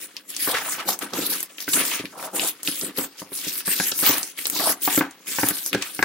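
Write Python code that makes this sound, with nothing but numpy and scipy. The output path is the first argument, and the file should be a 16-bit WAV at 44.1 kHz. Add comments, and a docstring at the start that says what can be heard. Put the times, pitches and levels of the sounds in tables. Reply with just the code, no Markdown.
"""Dense bright rips come in short pulls, with crackle, sharp snaps and hollow booms, in a small furnished room.
A corrugated cardboard box is torn open close by: noise gated by random ruptures is the parting fibres,
damped blips and ringing panels are buckling flutes, short noise bursts are glued spots that snap.
A crack in the panels and decaying box modes sound when the wall springs back.
A diffuse reverberant tail and faint coloured noise are the room, air and microphone hiss."""
import sys
import numpy as np
from scipy import signal
from scipy.fft import rfft, irfft, next_fast_len
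from scipy.io import wavfile
from scipy.ndimage import uniform_filter1d, map_coordinates

SR = 44100
rng = np.random.default_rng(int(sys.argv[2]) if len(sys.argv) > 2 else 0)


def inscribe(sig):
    """Save sig as 16-bit PCM at rate SR to the path in sys.argv[1].

    A 1-D sig is mono; a 2-D sig holds one channel per row.
    Samples are clipped to [-1, 1] before scaling.
    """
    pcm = np.round(np.clip(np.atleast_2d(sig).T, -1, 1) * 32767)
    wavfile.write(sys.argv[1], SR, pcm.astype(np.int16))


N = 266672

# Room tone and hiss spectrum. Each row: frequency in Hz, relative level in dB.
AIR_SPECTRUM = [(25, 28), (340, 4), (600, 30), (5000, -66), (15700, -46)]
# Room decay. Each row: frequency in Hz, t60 in seconds.
ROOM_DECAY = [(200, 0.23), (2000, 0.13), (10000, 0.045)]
# Stereo width. Each row: frequency in Hz, left-right likeness (1 = identical).
STEREO_LIKENESS = [(40, 0.77), (200, 1), (600, 0.85), (2000, 0.54), (6000, 0.063)]
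# Modes of the hollow box. Each row: frequency in Hz, relative level in dB, t60 in seconds.
HOLLOW_MODES = [(122, -11, 0.058), (195.6, -2, 0.039), (290, 2, 0.039), (374.3, -0.5, 0.037),
                (507.4, -4.5, 0.028)]
# Panel resonances. Each row: frequency in Hz, width in Hz, relative level in dB.
PANEL_MODES = [(707, 81, 6.5), (882, 44, -2.5), (1278, 112, 0.5), (1633, 107, -3.5), (2484, 1730, 0)]
# Glued spots snap. Each row: start in seconds, level in dB, pitch in Hz.
GLUE_SNAPS = [(0.167, -30, 3740), (0.348, -36, 4800), (0.3648, -24.5, 6300), (0.99, -29.5, 9500),
              (1.135, -28, 4560), (1.4046, -25, 9400), (1.429, -24, 12200), (1.5829, -31.5, 2470),
              (1.604, -32.5, 4500), (1.643, -35.5, 4900), (1.915, -29, 2660), (2.055, -31, 2950),
              (2.227, -29.5, 900), (2.396, -23, 2940), (2.6314, -27, 9000), (2.6751, -20.5, 3770),
              (2.812, -26, 5500), (3.352, -35, 6050), (3.606, -34.5, 2380), (3.916, -26.5, 5100),
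              (3.99, -22, 12000), (4.061, -19, 2580), (4.1816, -21, 11900), (4.23, -23.5, 6900),
              (4.375, -38, 2820), (4.389, -30.5, 2500), (4.455, -21, 4400), (4.469, -22, 10200),
              (4.499, -20.5, 11100), (5.11, -42, 7200), (5.471, -35, 10100), (5.487, -16, 12000),
              (5.587, -30.5, 3680), (5.662, -21.5, 8700), (5.7304, -19, 2250), (5.823, -25, 5730)]
# The wall springs back. Each row: start in seconds, crack peak in dB, boom peak in dB, crack pitch in Hz.
WALL_KNOCKS = [(0.475, -15.5, -18, 1180), (0.887, -13, -28, 910), (1.679, -16.5, -21.5, 1780),
               (1.734, -9, -43, 3200), (1.998, -52, -20, 800), (2.04, -35, -22, 990),
               (2.683, -20, -20, 2540), (2.834, -39, -20, 880), (2.985, -23, -15, 1250),
               (3.218, -28, -25.5, 830), (3.319, -37, -28.5, 1450), (3.469, -71, -23.5, 815),
               (3.677, -19.5, -20.5, 1340), (3.799, -10, -17, 1900), (3.919, -12, -26, 2870),
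               (4.028, -22, -18, 1970), (4.095, -21, -13, 1110), (4.597, -16, -24.5, 895),
               (4.876, -9.5, -18, 1170), (4.976, -12, -7.5, 1970), (5.0087, -10, -10.5, 1370),
               (5.385, -11.5, -19, 1540), (5.432, -10.5, -9.5, 1450), (5.507, -18.5, -20, 1660),
               (5.747, -11, -8.5, 2460), (5.991, -13.5, -17.5, 1570), (6.0261, -3.5, -17, 2110)]
# Spectrum of ripping fibres. Each row: frequency in Hz, relative level in dB.
FIBRE_SPECTRUM = [(700, -59), (1800, -14), (3000, -10), (6000, -9.5), (8000, -6), (11000, 0.5), (15700, -2)]
# The hand tugs and fibres rip. Each row: start in seconds, length in seconds, mid-tug level in dB,
# swell from start to end in dB.
RIP_TUGS = [(-0.007, 0.051, -32, 3.5), (0.301, 0.24, -33.5, -7.5), (0.406, 0.11, -24.5, 1),
            (0.506, 0.2, -34, 1), (0.726, 0.049, -29.5, -12), (0.889, 0.053, -22, -10),
            (1.026, 0.019, -32, -4), (1.145, 0.12, -28, 9), (1.304, 0.15, -32, -15.5),
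            (1.575, 0.051, -37.5, 16), (1.691, 0.034, -25.5, -7), (1.733, 0.08, -21.5, -3.5),
            (1.836, 0.12, -25.5, 2), (2.01, 0.039, -44, 0), (2.183, 0.077, -34.5, 1), (2.353, 0.14, -25, 2),
            (2.659, 0.21, -27.5, -4), (2.98, 0.068, -25.5, -9), (3.189, 0.02, -32, 2),
            (3.334, 0.12, -29.5, 6.5), (3.475, 0.13, -25.5, -3.5), (3.666, 0.071, -22.5, 5.5),
            (3.76, 0.13, -24, 1.5), (3.95, 0.12, -22.5, 10), (4.076, 0.24, -29, -17.5),
            (4.386, 0.14, -29.5, -1), (4.531, 0.19, -22.5, 1.5), (4.83, 0.16, -21, 4.5),
            (5.278, 0.23, -24.5, 5.5), (5.541, 0.15, -30, -3), (5.85, 0.21, -35, -0.5)]
# Stretches of flutes buckle. Each row: start in seconds, length in seconds, crunch level in dB,
# hollow rumble level in dB, crunch pitch in Hz.
FLUTE_FOLDS = [(0.471, 0.061, -30, -55, 1200), (0.546, 0.03, -23, -53, 1570),
               (0.617, 0.19, -33, -48.5, 1620), (0.856, 0.062, -34.5, -37.5, 1120),
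               (1.024, 0.01, -28, -33, 1450), (1.136, 0.092, -33, -29.5, 1340),
               (1.273, 0.088, -38, -40, 1920), (1.738, 0.081, -28, -32, 1700),
               (1.866, 0.14, -34, -51, 2090), (2.139, 0.14, -37.5, -47.5, 1020),
               (2.334, 0.12, -35, -35.5, 850), (2.815, 0.076, -42, -40, 1560),
               (2.981, 0.04, -33, -37, 1430), (4.042, 0.14, -28, -40, 1610), (4.53, 0.038, -38.5, -40, 790),
               (4.608, 0.1, -27, -38, 1060), (5, 0.027, -29.5, -42, 1260), (5.388, 0.13, -37, -58, 1520),
               (5.738, 0.0089, -28, -27.5, 2620), (5.823, 0.0033, -26, -59, 2240)]

TOP_HZ = 15780
# a tug bites fast and lets go more slowly
RIP_RISE_DB_PER_S, RIP_FALL_DB_PER_S, RIP_REST_DB = 763, 512, -49.5
FOLD_RISE_DB_PER_S, FOLD_FALL_DB_PER_S = 998, 334
# the box creaks faintly in the hands
CRUNCH_REST_DB, RUMBLE_REST_DB, REST_HZ = -53.5, -58, 1860
# every rip also shakes the flutes and the hollow, this far under it
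DRAG_CRUNCH_DB, DRAG_RUMBLE_DB = -21, -22.5
# treble above the edge loses this many extra dB per dB of rip under full force
SHEEN_HZ, SHEEN_DB_PER_DB, FULL_RIP_DB = 8750, 0.31, -10
PANEL_OCTAVE_DB = -7  # panel gain one octave from the pitch; grows with octaves squared
CONTROL_STEP = 64  # samples


def amp(db):
    """dB to gain."""
    return 10 ** (np.asarray(db) / 20)


def unit(x):
    """Scaled to rms 1."""
    return x / np.sqrt(np.mean(x ** 2) + 1e-20)


def along(points, hz):
    """Interpolates (Hz, value) points on a log frequency axis."""
    f, v = np.transpose(points)
    return np.interp(np.log(hz + 1), np.log(f + 1), v)


def wobble(knots_per_s):
    """A smooth random curve."""
    knots = rng.standard_normal(int(N * knots_per_s / SR) + 4)
    return map_coordinates(knots, [np.arange(N) * knots_per_s / SR])


def filtered(x, response):
    """Multiplies the spectrum of x by a response of frequency."""
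    size = next_fast_len(N + SR // 2)
    return irfft(rfft(x, size) * response(np.fft.rfftfreq(size, 1 / SR)), size)[..., :N]


def resonances(modes):
    """Causal response of parallel (Hz, width Hz, dB) resonators, signs alternating."""
    def response(f):
        total = 0
        for k, (centre, width, db) in enumerate(modes):
            damping = 1j * f * width
            total = total + (-1) ** k * amp(db) * damping / (centre * centre - f * f + damping)
        return total
    return response


def spread(pair):
    """Mixes two signals to left and right: alike in the bass, apart in the treble."""
    def mid_side_gains(hz):
        turn = np.arccos(np.clip(along(STEREO_LIKENESS, hz), -1, 1)) / 2
        return np.sqrt(2) * np.array([np.cos(turn), np.sin(turn)])
    mid, side = filtered(pair, mid_side_gains)
    return np.array([mid + side, mid - side]) / np.sqrt(2)


def air():
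    """The quiet room and the microphone hiss: steady coloured noise."""
    noise = rng.standard_normal((2, N))
    return amp(-71) * unit(filtered(noise, lambda hz: amp(along(AIR_SPECTRUM, hz))))


def room(x):
    """Diffuse reverberation: a noise tail whose frequencies each die at their own speed."""
    hz, t, z = signal.stft(rng.standard_normal((2, SR // 3)), SR, nperseg=256)
    decay = amp(-60 * t / along(ROOM_DECAY, hz)[:, None])
    tail = signal.istft(z * decay, SR, nperseg=256)[1]
    tail = tail / np.linalg.norm(tail[0])
    delayed = np.pad(x, (200, 0))[None]  # samples
    return signal.fftconvolve(delayed, tail, axes=1)[:, :N]


def snaps():
    """Each glued spot gives a short burst around its pitch with a broad crack and a ragged tail."""
    out, t = np.zeros((2, N + SR)), np.arange(SR // 25) / SR
    decay = 1.7 * amp(-60 * t / 0.011) + 0.44 * amp(-60 * t / 0.1)
    for start_s, level_db, hz in GLUE_SNAPS:
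        edges_hz = [hz * 0.63, min(hz * 1.51, TOP_HZ)]
        band = signal.butter(2, edges_hz, "bandpass", fs=SR, output="sos")
        noise = rng.standard_normal((2, len(t)))
        burst = unit(signal.sosfilt(band, noise)) + 0.58 * noise
        out[:, round(start_s * SR):][:, :len(t)] += amp(level_db) * burst * decay
    return out[:, :N]


def knocks():
    """Each spring-back cracks in the panels near its pitch, and the hollow rings at varied mode strengths."""
    out, t = np.zeros((2, N + SR)), np.arange(SR // 5) / SR
    f = np.fft.rfftfreq(len(t), 1 / SR)
    swing = 1 - np.exp(-t / 0.0024)  # the wall needs a moment to move
    shiver = amp(-60 * t / 0.023) + 0.076 * amp(-60 * t / 0.41)
    for start_s, crack_db, boom_db, hz in WALL_KNOCKS:
        boom = np.zeros(len(t))
        for mode_hz, db, t60 in HOLLOW_MODES:
            mode_db = db + 3 * rng.standard_normal()
            boom += amp(mode_db - 60 * t / t60) * np.sin(2 * np.pi * mode_hz * t)
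        boom *= swing
        board = [(c, w, db + PANEL_OCTAVE_DB * np.log2(c / hz) ** 2) for c, w, db in PANEL_MODES]
        board.append((hz, 1.2 * hz, 0))
        dulling = 1 / (1 + 1j * f / (3 * hz)) ** 2  # thick board dulls the blow
        blow = shiver * rng.standard_normal((2, len(t)))
        crack = irfft(rfft(blow) * resonances(board)(f) * dulling, len(t))
        first = round(start_s * SR)
        out[0, first:][:len(t)] += amp(boom_db) * boom / np.abs(boom).max()
        crack_peak = np.abs(crack).max(axis=1, keepdims=True)
        out[:, first:][:, :len(t)] += amp(crack_db) * crack / crack_peak
    return out[:, :N]


def stroke(start_s, length_s, db, rise, fall, swell_db=0):
    """Power of one stroke: straight rise, hold with a swell, straight fall, in dB over time."""
    t = np.arange(0, N, CONTROL_STEP) / SR - start_s
    through = np.clip(t / max(length_s, 1e-3), 0, 1)
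    held_db = db + swell_db * (through - .5)
    return amp(held_db - rise * np.maximum(-t, 0) - fall * np.maximum(t - length_s, 0)) ** 2


def per_sample(coarse):
    """Interpolates a coarse control to every sample."""
    return np.interp(np.arange(N), np.arange(0, N, CONTROL_STEP), coarse)


def effort():
    """Gains of rip, crunch and rumble, and the crunch pitch averaged by fold power."""
    rip = sum(stroke(s, length, db, RIP_RISE_DB_PER_S, RIP_FALL_DB_PER_S, swell_db)
              for s, length, db, swell_db in RIP_TUGS)
    shapes = np.array([stroke(s, length, 0, FOLD_RISE_DB_PER_S, FOLD_FALL_DB_PER_S)
                       for s, length, *_ in FLUTE_FOLDS])
    crunch_db, rumble_db, fold_hz = np.transpose(FLUTE_FOLDS)[2:]
    fold_power = amp(crunch_db) ** 2
    loose = amp(CRUNCH_REST_DB) ** 2 + amp(DRAG_CRUNCH_DB) ** 2 * rip
    crunch_power = fold_power @ shapes + loose
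    pitch_hz = ((fold_power * fold_hz) @ shapes + loose * REST_HZ) / crunch_power
    rumble = amp(rumble_db) ** 2 @ shapes + amp(RUMBLE_REST_DB) ** 2 + amp(DRAG_RUMBLE_DB) ** 2 * rip
    powers = rip + amp(RIP_REST_DB) ** 2, crunch_power, rumble
    return [per_sample(np.sqrt(power)) for power in powers] + [per_sample(pitch_hz)]


def breaks(rate_per_s, scatter_db, life_s, bed):
    """Two noises gated by decaying random ruptures, a few larger than the rest, over an even bed."""
    happen = rng.random(N) < rate_per_s / SR
    sizes = happen * amp(scatter_db * np.minimum(rng.exponential(size=N), 3))
    bursts = signal.lfilter([1], [1, -np.exp(-1 / (life_s * SR))], sizes)
    return (unit(bursts) + bed) * rng.standard_normal((2, N))


def patchy(pair, depth_db):
    """Random gain patches in time and frequency: the torn edge keeps changing its colour."""
    z = signal.stft(pair, nperseg=256)[2]
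    field = uniform_filter1d(rng.standard_normal(z.shape[1:]), size=14, axis=0)
    field = uniform_filter1d(field, size=24, axis=1)
    return signal.istft(z * amp(depth_db * unit(field)), nperseg=256)[1][:, :N]


def crunch(centre_hz, rate_per_s, spread_oct, cycles, scatter_db):
    """Flutes buckling one by one: damped blips of scattered pitch and size, random polarity per channel."""
    draw = rng.standard_normal((5000, 4))
    start = (rng.random(len(draw)) * N).astype(int)
    hz = centre_hz[start] * 2 ** (spread_oct * draw[:, 0])
    kept = rng.random(len(draw)) < rate_per_s * N / SR / len(draw)
    size = kept * amp(scatter_db * np.minimum(np.abs(draw[:, 1]), 2))
    turns = np.outer(hz, np.arange(SR // 80) / SR)
    blips = size[:, None] * np.sin(2 * np.pi * turns) * np.exp(-turns / cycles)
    place = (start[:, None] + np.arange(turns.shape[1])).ravel()
    channels = []
    for side in draw[:, 2:].T:
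        signed = blips * np.sign(side)[:, None]
        channels.append(np.bincount(place, signed.ravel(), N + SR)[:N])
    return np.array(channels)


def ripping(rip_gain, jerk):
    """Fibres part in dense bright ruptures; weaker tugs sound duller."""
    fibres = amp(0.64 * jerk) * breaks(820, scatter_db=5.0, life_s=0.0034, bed=1.0)
    rip = filtered(patchy(fibres, depth_db=4.5), lambda hz: amp(along(FIBRE_SPECTRUM, hz)))
    sheen = filtered(rip, lambda hz: 1 / (1 + (SHEEN_HZ / (hz + 1)) ** 6))
    rip = rip + sheen * ((rip_gain / amp(FULL_RIP_DB)) ** SHEEN_DB_PER_DB - 1)
    # single thick fibres
    crackle = unit(crunch(np.full(N, 6000), rate_per_s=350, spread_oct=0.5, cycles=2.5, scatter_db=9))
    return rip_gain * (unit(rip) + amp(-14 + 2 * jerk) * crackle)


def buckling(crunch_gain, flap_hz, jerk):
    """A small loose flap crunches high, a whole wall low; panel modes near that pitch ring along."""
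    flutes = unit(crunch(flap_hz, rate_per_s=500, spread_oct=0.523, cycles=3.7, scatter_db=5.0))
    shake = breaks(230, scatter_db=0.6, life_s=0.011, bed=0.21)
    near = amp(PANEL_OCTAVE_DB * np.log2(flap_hz / np.array(PANEL_MODES)[:, :1]) ** 2)
    near = near / np.linalg.norm(near, axis=0)
    panels = sum((-1) ** k * gain * filtered(shake, resonances([mode]))
                 for k, (gain, mode) in enumerate(zip(near, PANEL_MODES)))
    body = amp(1.7 * jerk + 1.8 * wobble(70)) * (flutes + 1.17 * unit(panels))
    return crunch_gain * unit(body)


def rumbling(rumble_gain, jerk):
    """The drag shakes the hollow: ruptures excite the box modes, which ring on briefly."""
    modes = [(hz, 0.71 / t60 + 25, db) for hz, db, t60 in HOLLOW_MODES]
    shake = amp(0.2 * jerk) * breaks(220, scatter_db=0.35, life_s=0.00059, bed=0.88)
    return rumble_gain * unit(filtered(shake, resonances(modes)))


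def pulls():
    """Tearing: rip, crunch and rumble follow the hand's effort and share one jerky advance."""
    rip_gain, crunch_gain, rumble_gain, flap_hz = effort()
    jerk = wobble(35)  # the tear advances flute by flute
    rip = ripping(rip_gain, jerk)
    return rip + buckling(crunch_gain, flap_hz, jerk) + rumbling(rumble_gain, jerk)


def scene():
    """The box, a little to the left, in its room."""
    box = pulls() + knocks() + snaps()
    wide = spread(box + amp(-12.5) * room(box[0]) + air())

    def placement(hz):
        lean_db = along([(500, 0.2), (6000, 0.77)], hz)
        lead_rad = along([(600, 0.053), (4800, 0.29), (8500, 0.05)], hz)  # left leads, most in mid range
        return amp(np.outer([1, -1], lean_db)) * np.exp(np.outer([1j, -1j], lead_rad))
    return filtered(wide, placement)


def record(dry):
    """The camera trims the deep bass and keeps nothing above its band limit."""
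    return filtered(dry, lambda hz: (1j * hz / (95 + 1j * hz)) ** 3 * (hz < TOP_HZ))


dry = scene()
out = record(dry)
inscribe(out)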